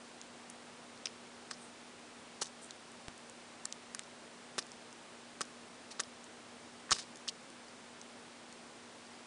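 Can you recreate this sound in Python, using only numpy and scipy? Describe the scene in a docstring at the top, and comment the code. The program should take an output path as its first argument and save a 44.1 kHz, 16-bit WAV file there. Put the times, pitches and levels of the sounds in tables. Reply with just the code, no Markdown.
"""Sharp snaps, crunches and papery knocks: a budgie on a carpet cracks seeds and rummages, head first,
in a paper cup lying on its side. Breaking husks and sliding seeds ring the same short, bright modes;
the beak knocks the cup and the floor jolts a microphone lying close by.
Underneath: steady microphone hiss, a wavering hum, two thin high tones and a few faint ticks."""
import sys
import numpy as np
from scipy import signal
from scipy.fft import rfft, irfft
from scipy.io import wavfile

SR = 44100
rng = np.random.default_rng(int(sys.argv[2]) if len(sys.argv) > 2 else 0)


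def output_pcm(signal):
    """Save a mono or channel-first signal as 16-bit PCM at the path in sys.argv[1].

    Samples are clipped to [-1, 1] before scaling.
    """
    pcm = np.clip(np.atleast_2d(signal).T, -1, 1) * 32767
    wavfile.write(sys.argv[1], SR, np.round(pcm).astype(np.int16))


N = 408366

# Modes of husk, beak and paper wall. Each row: frequency in Hz, level in dB.
HUSK_MODES = [(2400, -4), (3100, 0), (3800, 0), (4400, -1), (4900, -1), (5300, 0), (5800, 0), (6400, 0),
              (7100, 0), (7900, 0), (8700, -1), (9600, 0)]


def from_db(db):
    """Decibels to gain."""
    return 10 ** (np.asarray(db) / 20)


def unit_rms(x):
    """Scale to unit rms."""
    return x / np.sqrt(np.mean(x ** 2) + 1e-20)


def add(out, start_s, sound):
    """Mix a short sound in at start_s."""
    at = round(start_s * SR)
    out[at:at + len(sound)] += sound[:N - at]


def drift(corner_hz):
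    """Slow wander: noise low-passed twice, unit rms."""
    hop, warmup = 40, 2000
    pole = np.exp(-2 * np.pi * corner_hz * hop / SR)
    noise = rng.standard_normal(N // hop + warmup + 2)
    slow = signal.lfilter([1], [1, -2 * pole, pole * pole], noise)[warmup:]
    return np.interp(np.arange(N) / hop, np.arange(len(slow)), unit_rms(slow - slow.mean()))


def ring(force, hz, t60_ms):
    """One mode, heard as surface velocity: a unit click starts it at full height."""
    radius = from_db(-60e3 / (t60_ms * SR))
    angle = 2 * np.pi * hz / SR
    return signal.lfilter([.5, 0, -.5], [1, -2 * radius * np.cos(angle), radius * radius], force)


def husk_ring(force, peaks, t60_ms, scatter, slope_db_oct):
    """Husk modes, strongest near the (Hz, dB) peaks; scatter varies each mode's level and tuning."""
    hz, level_db = np.transpose(HUSK_MODES)
    tilt_db = np.max([db - slope_db_oct * np.abs(np.log2(hz / f)) for f, db in peaks], axis=0)
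    gains = from_db(level_db + tilt_db + 1.5 * scatter[0])
    tuned_hz = hz * (1 + .015 * scatter[1])
    modes = sum(gain * ring(force, f, t60_ms) for gain, f in zip(gains, tuned_hz))
    # The piece also rings at the peaks themselves, more so for a steep slope.
    modes += sum(from_db(db) * slope_db_oct / 30 * ring(force, f, t60_ms) for f, db in peaks)
    peaks_hz = [f for f, _ in peaks]
    reach = 2 ** (10 / max(slope_db_oct, 3))  # frequency ratio for a 10 dB fall
    low_hz = max(min(peaks_hz) / reach, 1540)  # bodies this small radiate little bass
    high_hz = min(max(peaks_hz) * reach, .45 * SR)
    return signal.sosfilt(signal.butter(2, (low_hz, high_hz), "band", fs=SR, output="sos"), modes)


def hiss(rms_db=-53):
    """Steady noise of the microphone and its amplifier."""
    # Each row: frequency in Hz, relative density in dB.
    spectrum = [(25, -31.5), (60, -26.5), (95, -18), (140, -16), (250, -10.5), (480, -10.5), (850, -12.5),
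                (2000, -17.5), (4700, -22.5), (9300, -26.5)]
    corner_hz, corner_db = np.transpose(spectrum)
    hz = np.maximum(np.arange(N // 2 + 1) * SR / N, 1)
    shape_db = np.interp(np.log(hz), np.log(corner_hz), corner_db)
    noise = irfft(rfft(rng.standard_normal(N)) * from_db(shape_db), N)
    return from_db(rms_db) * unit_rms(noise)


def hum_and_whine(hum_hz=239.4, hum_rms_db=-62.5, waver_hz=1.12, waver_db=.6):
    """A low hum wavering in pitch and level, plus two steady high tones."""
    # Each row: frequency in Hz, rms level in dB.
    whine_tones = [(7552, -80), (7582, -84)]
    t_s = np.arange(N) / SR
    cycles = np.cumsum(hum_hz + waver_hz * drift(3.3)) / SR
    hum = from_db(hum_rms_db + waver_db * drift(4.0)) * np.sin(2 * np.pi * cycles)
    whine = sum(from_db(db) * np.sin(2 * np.pi * hz * t_s) for hz, db in whine_tones)
    return np.sqrt(2) * (hum + whine)


def faint_ticks():
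    """Clicks into one small mode, barely above the hiss."""
    # Each row: start in seconds, peak in dB.
    ticks = [(7.6835, -46), (9.0515, -50), (9.068, -49), (9.135, -48), (9.1515, -48)]
    force = np.full(N, 1e-18)
    for start_s, peak_db in ticks:
        force[round(start_s * SR)] = from_db(peak_db)
    return ring(force, hz=4800, t60_ms=12)


def floor_jolts():
    """Jolts through the floor push the microphone's membrane: it dips, jumps out and settles."""
    # Each row: start in seconds, level in dB, settling time constant in ms.
    jolts = [(3.0831, -28.5, 0.79), (6.9172, -32, 1.2), (6.9309, -25, 0.57)]
    out = np.zeros(N)
    t_ms = np.arange(1024) * 1000 / SR
    for start_s, level_db, settle_ms in jolts:
        pulse = np.exp(-t_ms / settle_ms) - 3.15 * np.exp(-t_ms / .055)
        add(out, start_s, from_db(level_db) * pulse)
    return out


def cup_knocks(rebound_s=.0052, peck_rim_db=-13, tap_low_db=-12, tap_rim_db=3.5, trim_db=-4.5):
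    """Pecks, rebounds on the rim and light taps each push the paper in and ring the cup's modes."""
    # Cup modes. Each row: frequency in Hz, level in dB, T60 in ms.
    thump_modes = [(139, -2, 12)]  # whole cup shoved
    air_modes = [(415, 7, 9.1)]
    base_modes = [(850, 0, 20)]
    wall_modes = [(1138, -2.5, 31), (1270, -0.14, 33)]
    rim_modes = [(1557, 1.5, 16.3), (1782, -1.5, 29), (2510, -4, 20)]
    # Beak driving into the cup. Each row: start in seconds, level in dB, drive of thump, air
    # and base in dB re the wall, rebound in dB re the peck.
    pecks = [(2.419, -35.5, -12, 6, 8.5, -2.5), (4.582, -32, 0, 2.5, -2, -1),
             (5.4093, -27, -2, -5, -23, -7), (5.996, -31.5, -1.5, -3, -10, 0.5),
             (6.9169, -16.5, -22, -27, -14.5, -10.5)]
    # Light taps near the rim. Each row: start in seconds, level in dB.
    taps = [(1.0586, -44.5), (1.5118, -35.5), (3.6554, -43.5), (3.9484, -40), (3.993, -48), (6.894, -40),
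            (6.9, -44), (6.9102, -32), (6.965, -42.5), (6.986, -46), (6.9926, -44), (7.2757, -41.5)]
    rebounds = [(s + rebound_s, db + rebound_db) for s, db, *_, rebound_db in pecks]
    hits = [(s, db, *low_db, peck_rim_db) for s, db, *low_db, _ in pecks]
    hits += [(s, db, tap_low_db, tap_low_db, tap_low_db, tap_rim_db) for s, db in rebounds + taps]
    start_s, hit_db, thump_db, air_db, base_db, rim_db = np.transpose(hits)
    at = np.round(start_s * SR).astype(int)
    out = np.zeros(N)
    for modes, drive_db in ((thump_modes, thump_db), (air_modes, air_db), (base_modes, base_db),
                            (wall_modes, 0), (rim_modes, rim_db)):
        for hz, mode_db, t60_ms in modes:
            scatter_db = rng.normal(0, 1.0, len(at))
            force = np.full(N, 1e-18)
            force[at] = -from_db(hit_db + drive_db + mode_db + trim_db + scatter_db)
            out += ring(force, hz, t60_ms)
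    return signal.sosfilt(signal.butter(2, (140, 2160), "band", fs=SR, output="sos"), out)


def seed_crunch(grains_per_s=8000, dense_ms=24, t60_ms=5.5, creak_ms=4, crumble_ms=6):
    """Seeds grind and slide: swells of uneven grains drive the husk modes."""
    # Each row: crest time in seconds, rms at the crest in dB, length in ms, brightest frequency
    # in Hz, slope away from it in dB per octave.
    swells = [(1.059, -37, 4.5, 5200, 10), (1.079, -48, 5, 4900, 40), (1.514, -40.5, 11, 4800, 9),
              (1.535, -51, 20, 5200, 34), (1.63, -59, 115, 8650, 23.5), (2.423, -31.5, 18, 5900, 9),
              (2.458, -49, 41, 5500, 12), (2.64, -54.5, 66, 8350, 27), (4.588, -30.5, 12.6, 5300, 8),
              (4.599, -51, 9.1, 5000, 12), (4.62, -52, 11, 5500, 24), (5.4148, -32.5, 7, 5600, 6),
              (5.428, -51, 12, 5800, 14), (5.917, -45, 19, 4630, 9), (6.003, -30, 7.9, 5400, 5),
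              (6.011, -52, 7.9, 5500, 8), (6.037, -48, 4, 5300, 36), (6.9097, -31, 3.5, 5900, 28),
              (6.919, -23, 6, 5400, 14), (6.925, -21.5, 7.9, 4200, 10), (6.951, -42, 47, 4900, 10),
              (6.992, -39, 26, 4800, 9), (7.015, -50, 50, 4800, 11), (7.282, -34.5, 6.4, 5140, 12),
              (7.292, -34.5, 8.7, 4900, 12)]
    out = np.zeros(N)
    t_ms = np.arange(5120) * 1000 / SR
    draws = rng.random((len(swells), 3, len(t_ms)))
    scatters = rng.standard_normal((len(swells), 2, len(HUSK_MODES)))
    for swell, (chance, size, sign), scatter in zip(swells, draws, scatters):
        crest_s, rms_db, length_ms, bright_hz, slope_db_oct = swell
        rate_per_s = grains_per_s * min(1, dense_ms / length_ms)  # long slides are sparser
        size_db = -3.8 * np.log(size + .01)
        grains = (chance < rate_per_s / SR) * from_db(size_db) * np.sign(sign - .5)
        rise_ms = .45 * length_ms
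        corners_ms = np.cumsum([0, creak_ms, rise_ms, length_ms - rise_ms, crumble_ms])
        envelope = from_db(np.interp(t_ms, corners_ms, [-25, -9, 0, -9, -25], right=-200))
        peaks = [(bright_hz, 0)]
        steady_rms = np.std(husk_ring(grains, peaks, t60_ms, scatter, slope_db_oct))
        sound = husk_ring(grains * envelope, peaks, t60_ms, scatter, slope_db_oct) / steady_rms
        add(out, crest_s - corners_ms[2] / 1000, from_db(rms_db) * sound)
    return out


def husk_snaps(splinter_gain=.1):
    """Husks snap, seeds tick on paper: one click starts all modes, faint splintering follows."""
    # Each row: start in seconds, peak in dB, brightest frequency in Hz, slope away from it in dB
    # per octave, second ring in Hz, its level in dB re the first.
    snaps = [(0.2148, -30, 6500, 26, 3400, -2), (0.4997, -29.5, 9300, 35, 6700, -7),
             (0.9764, -41, 4300, 18, 6000, -10), (1.0566, -22, 3350, 22, 5300, -4),
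             (1.0574, -23.5, 5300, 36, 3300, -3), (1.0592, -25.5, 5400, 30, 2500, -4),
             (1.0702, -27.5, 4960, 26, 2720, 5), (1.512, -24.5, 4750, 35, 7600, -8),
             (2.4125, -36, 6000, 14, 9000, -6), (2.4153, -25, 5500, 10, 8000, -4),
             (2.4188, -21, 5600, 12, 8500, -4), (2.4243, -21, 5400, 19, 3000, -2),
             (2.4443, -31, 6200, 12, 4000, -5), (2.458, -33, 4200, 18, 6500, -8),
             (2.4694, -32, 6200, 10, 4000, -5), (2.645, -36.5, 8000, 12, 5500, -6),
             (2.7083, -28, 5850, 26, 4180, -1), (2.918, -40, 7200, 16, 9000, -3),
             (3.1785, -38, 6800, 16, 9000, -4), (3.2974, -35.5, 7200, 24, 9000, -3),
             (3.6527, -31, 7800, 26, 5000, -12), (3.6549, -17, 7530, 24, 5500, -9),
             (3.7253, -21.5, 6100, 17, 4000, -3), (3.9484, -19, 6600, 15, 9000, 1),
             (3.9935, -19.5, 8700, 7, 3000, 1), (4.0356, -40, 5700, 18, 8000, -8),
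             (4.582, -21, 7000, 18, 4100, -4), (4.588, -24.5, 4100, 30, 5300, -6),
             (4.6047, -41, 6300, 12, 4500, -4), (4.6258, -36, 4700, 24, 6500, -8),
             (4.667, -37.5, 7500, 14, 5500, -5), (4.718, -33.5, 7200, 32, 6100, -1),
             (4.928, -38, 6230, 36, 7500, -5), (5.4083, -22.5, 7000, 16, 4900, -2),
             (5.4152, -24, 6300, 14, 3200, 5), (5.418, -27, 5800, 18, 7500, -3),
             (5.453, -36, 6500, 14, 9000, -7), (5.992, -39, 4200, 22, 6000, -10),
             (5.996, -25, 4200, 22, 5300, -3), (5.9997, -21, 4700, 30, 6500, -3),
             (6.0023, -20, 6350, 20, 4730, 4), (6.0077, -28, 4700, 20, 8200, -4),
             (6.0358, -35, 5300, 40, 3400, -2), (6.242, -36.5, 6500, 30, 8200, -1),
             (6.9093, -16, 6700, 30, 4400, -5), (6.9167, -13, 5500, 22, 3400, -3),
             (6.9202, -15, 5300, 16, 7000, -1), (6.9222, -14.5, 4900, 20, 2900, -2),
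             (6.9293, -9.5, 5300, 16, 3000, -6), (6.9385, -34, 5500, 10, 8500, -3),
             (6.986, -28, 4900, 18, 3000, -5), (7.158, -34, 6500, 16, 8500, -4),
             (7.1716, -35, 6600, 14, 8500, -4), (7.28, -25, 5200, 23, 6700, -7),
             (7.287, -19.5, 4770, 28, 3300, -7), (7.5022, -38, 7000, 12, 8500, -2),
             (8.015, -31.5, 6250, 18, 4300, -10), (8.5264, -36, 6800, 14, 5000, -6)]
    out = np.zeros(N)
    t_ms = np.arange(1024) * 1000 / SR
    scatters = rng.standard_normal((len(snaps), 2, len(HUSK_MODES)))
    splinters = rng.standard_normal((len(snaps), len(t_ms)))
    for snap, scatter, noise in zip(snaps, scatters, splinters):
        start_s, peak_db, bright_hz, slope_db_oct, second_hz, second_db = snap
        splinter_t60_ms = max(5 + 2 * np.log2(bright_hz / 4020), 1)  # bright, dry husks splinter longer
        force = splinter_gain * noise * from_db(-60 * t_ms / splinter_t60_ms)
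        force[0] = -1  # the break
        ring_t60_ms = 3.8 + .07 * slope_db_oct  # a narrower snap rings longer
        peaks = [(bright_hz, 0), (second_hz, second_db)]
        sound = husk_ring(force, peaks, ring_t60_ms, scatter, slope_db_oct)
        add(out, start_s, from_db(peak_db) * sound / np.abs(sound).max())
    return out


def scene():
    """Bird, cup and background at one microphone."""
    bird = husk_snaps() + seed_crunch() + cup_knocks() + floor_jolts()
    background = faint_ticks() + hiss() + hum_and_whine()
    return (bird + background)[None]


def record(dry, mic_top_hz=9980, cutoff_hz=10944):
    """Narrow-band recorder: two steep low-passes end the treble near 10 kHz."""
    narrow = signal.sosfilt(signal.ellip(8, .5, 42, mic_top_hz, fs=SR, output="sos"), dry)
    return signal.sosfilt(signal.ellip(6, .5, 40, cutoff_hz, fs=SR, output="sos"), narrow)


dry = scene()
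out = record(dry)
output_pcm(out)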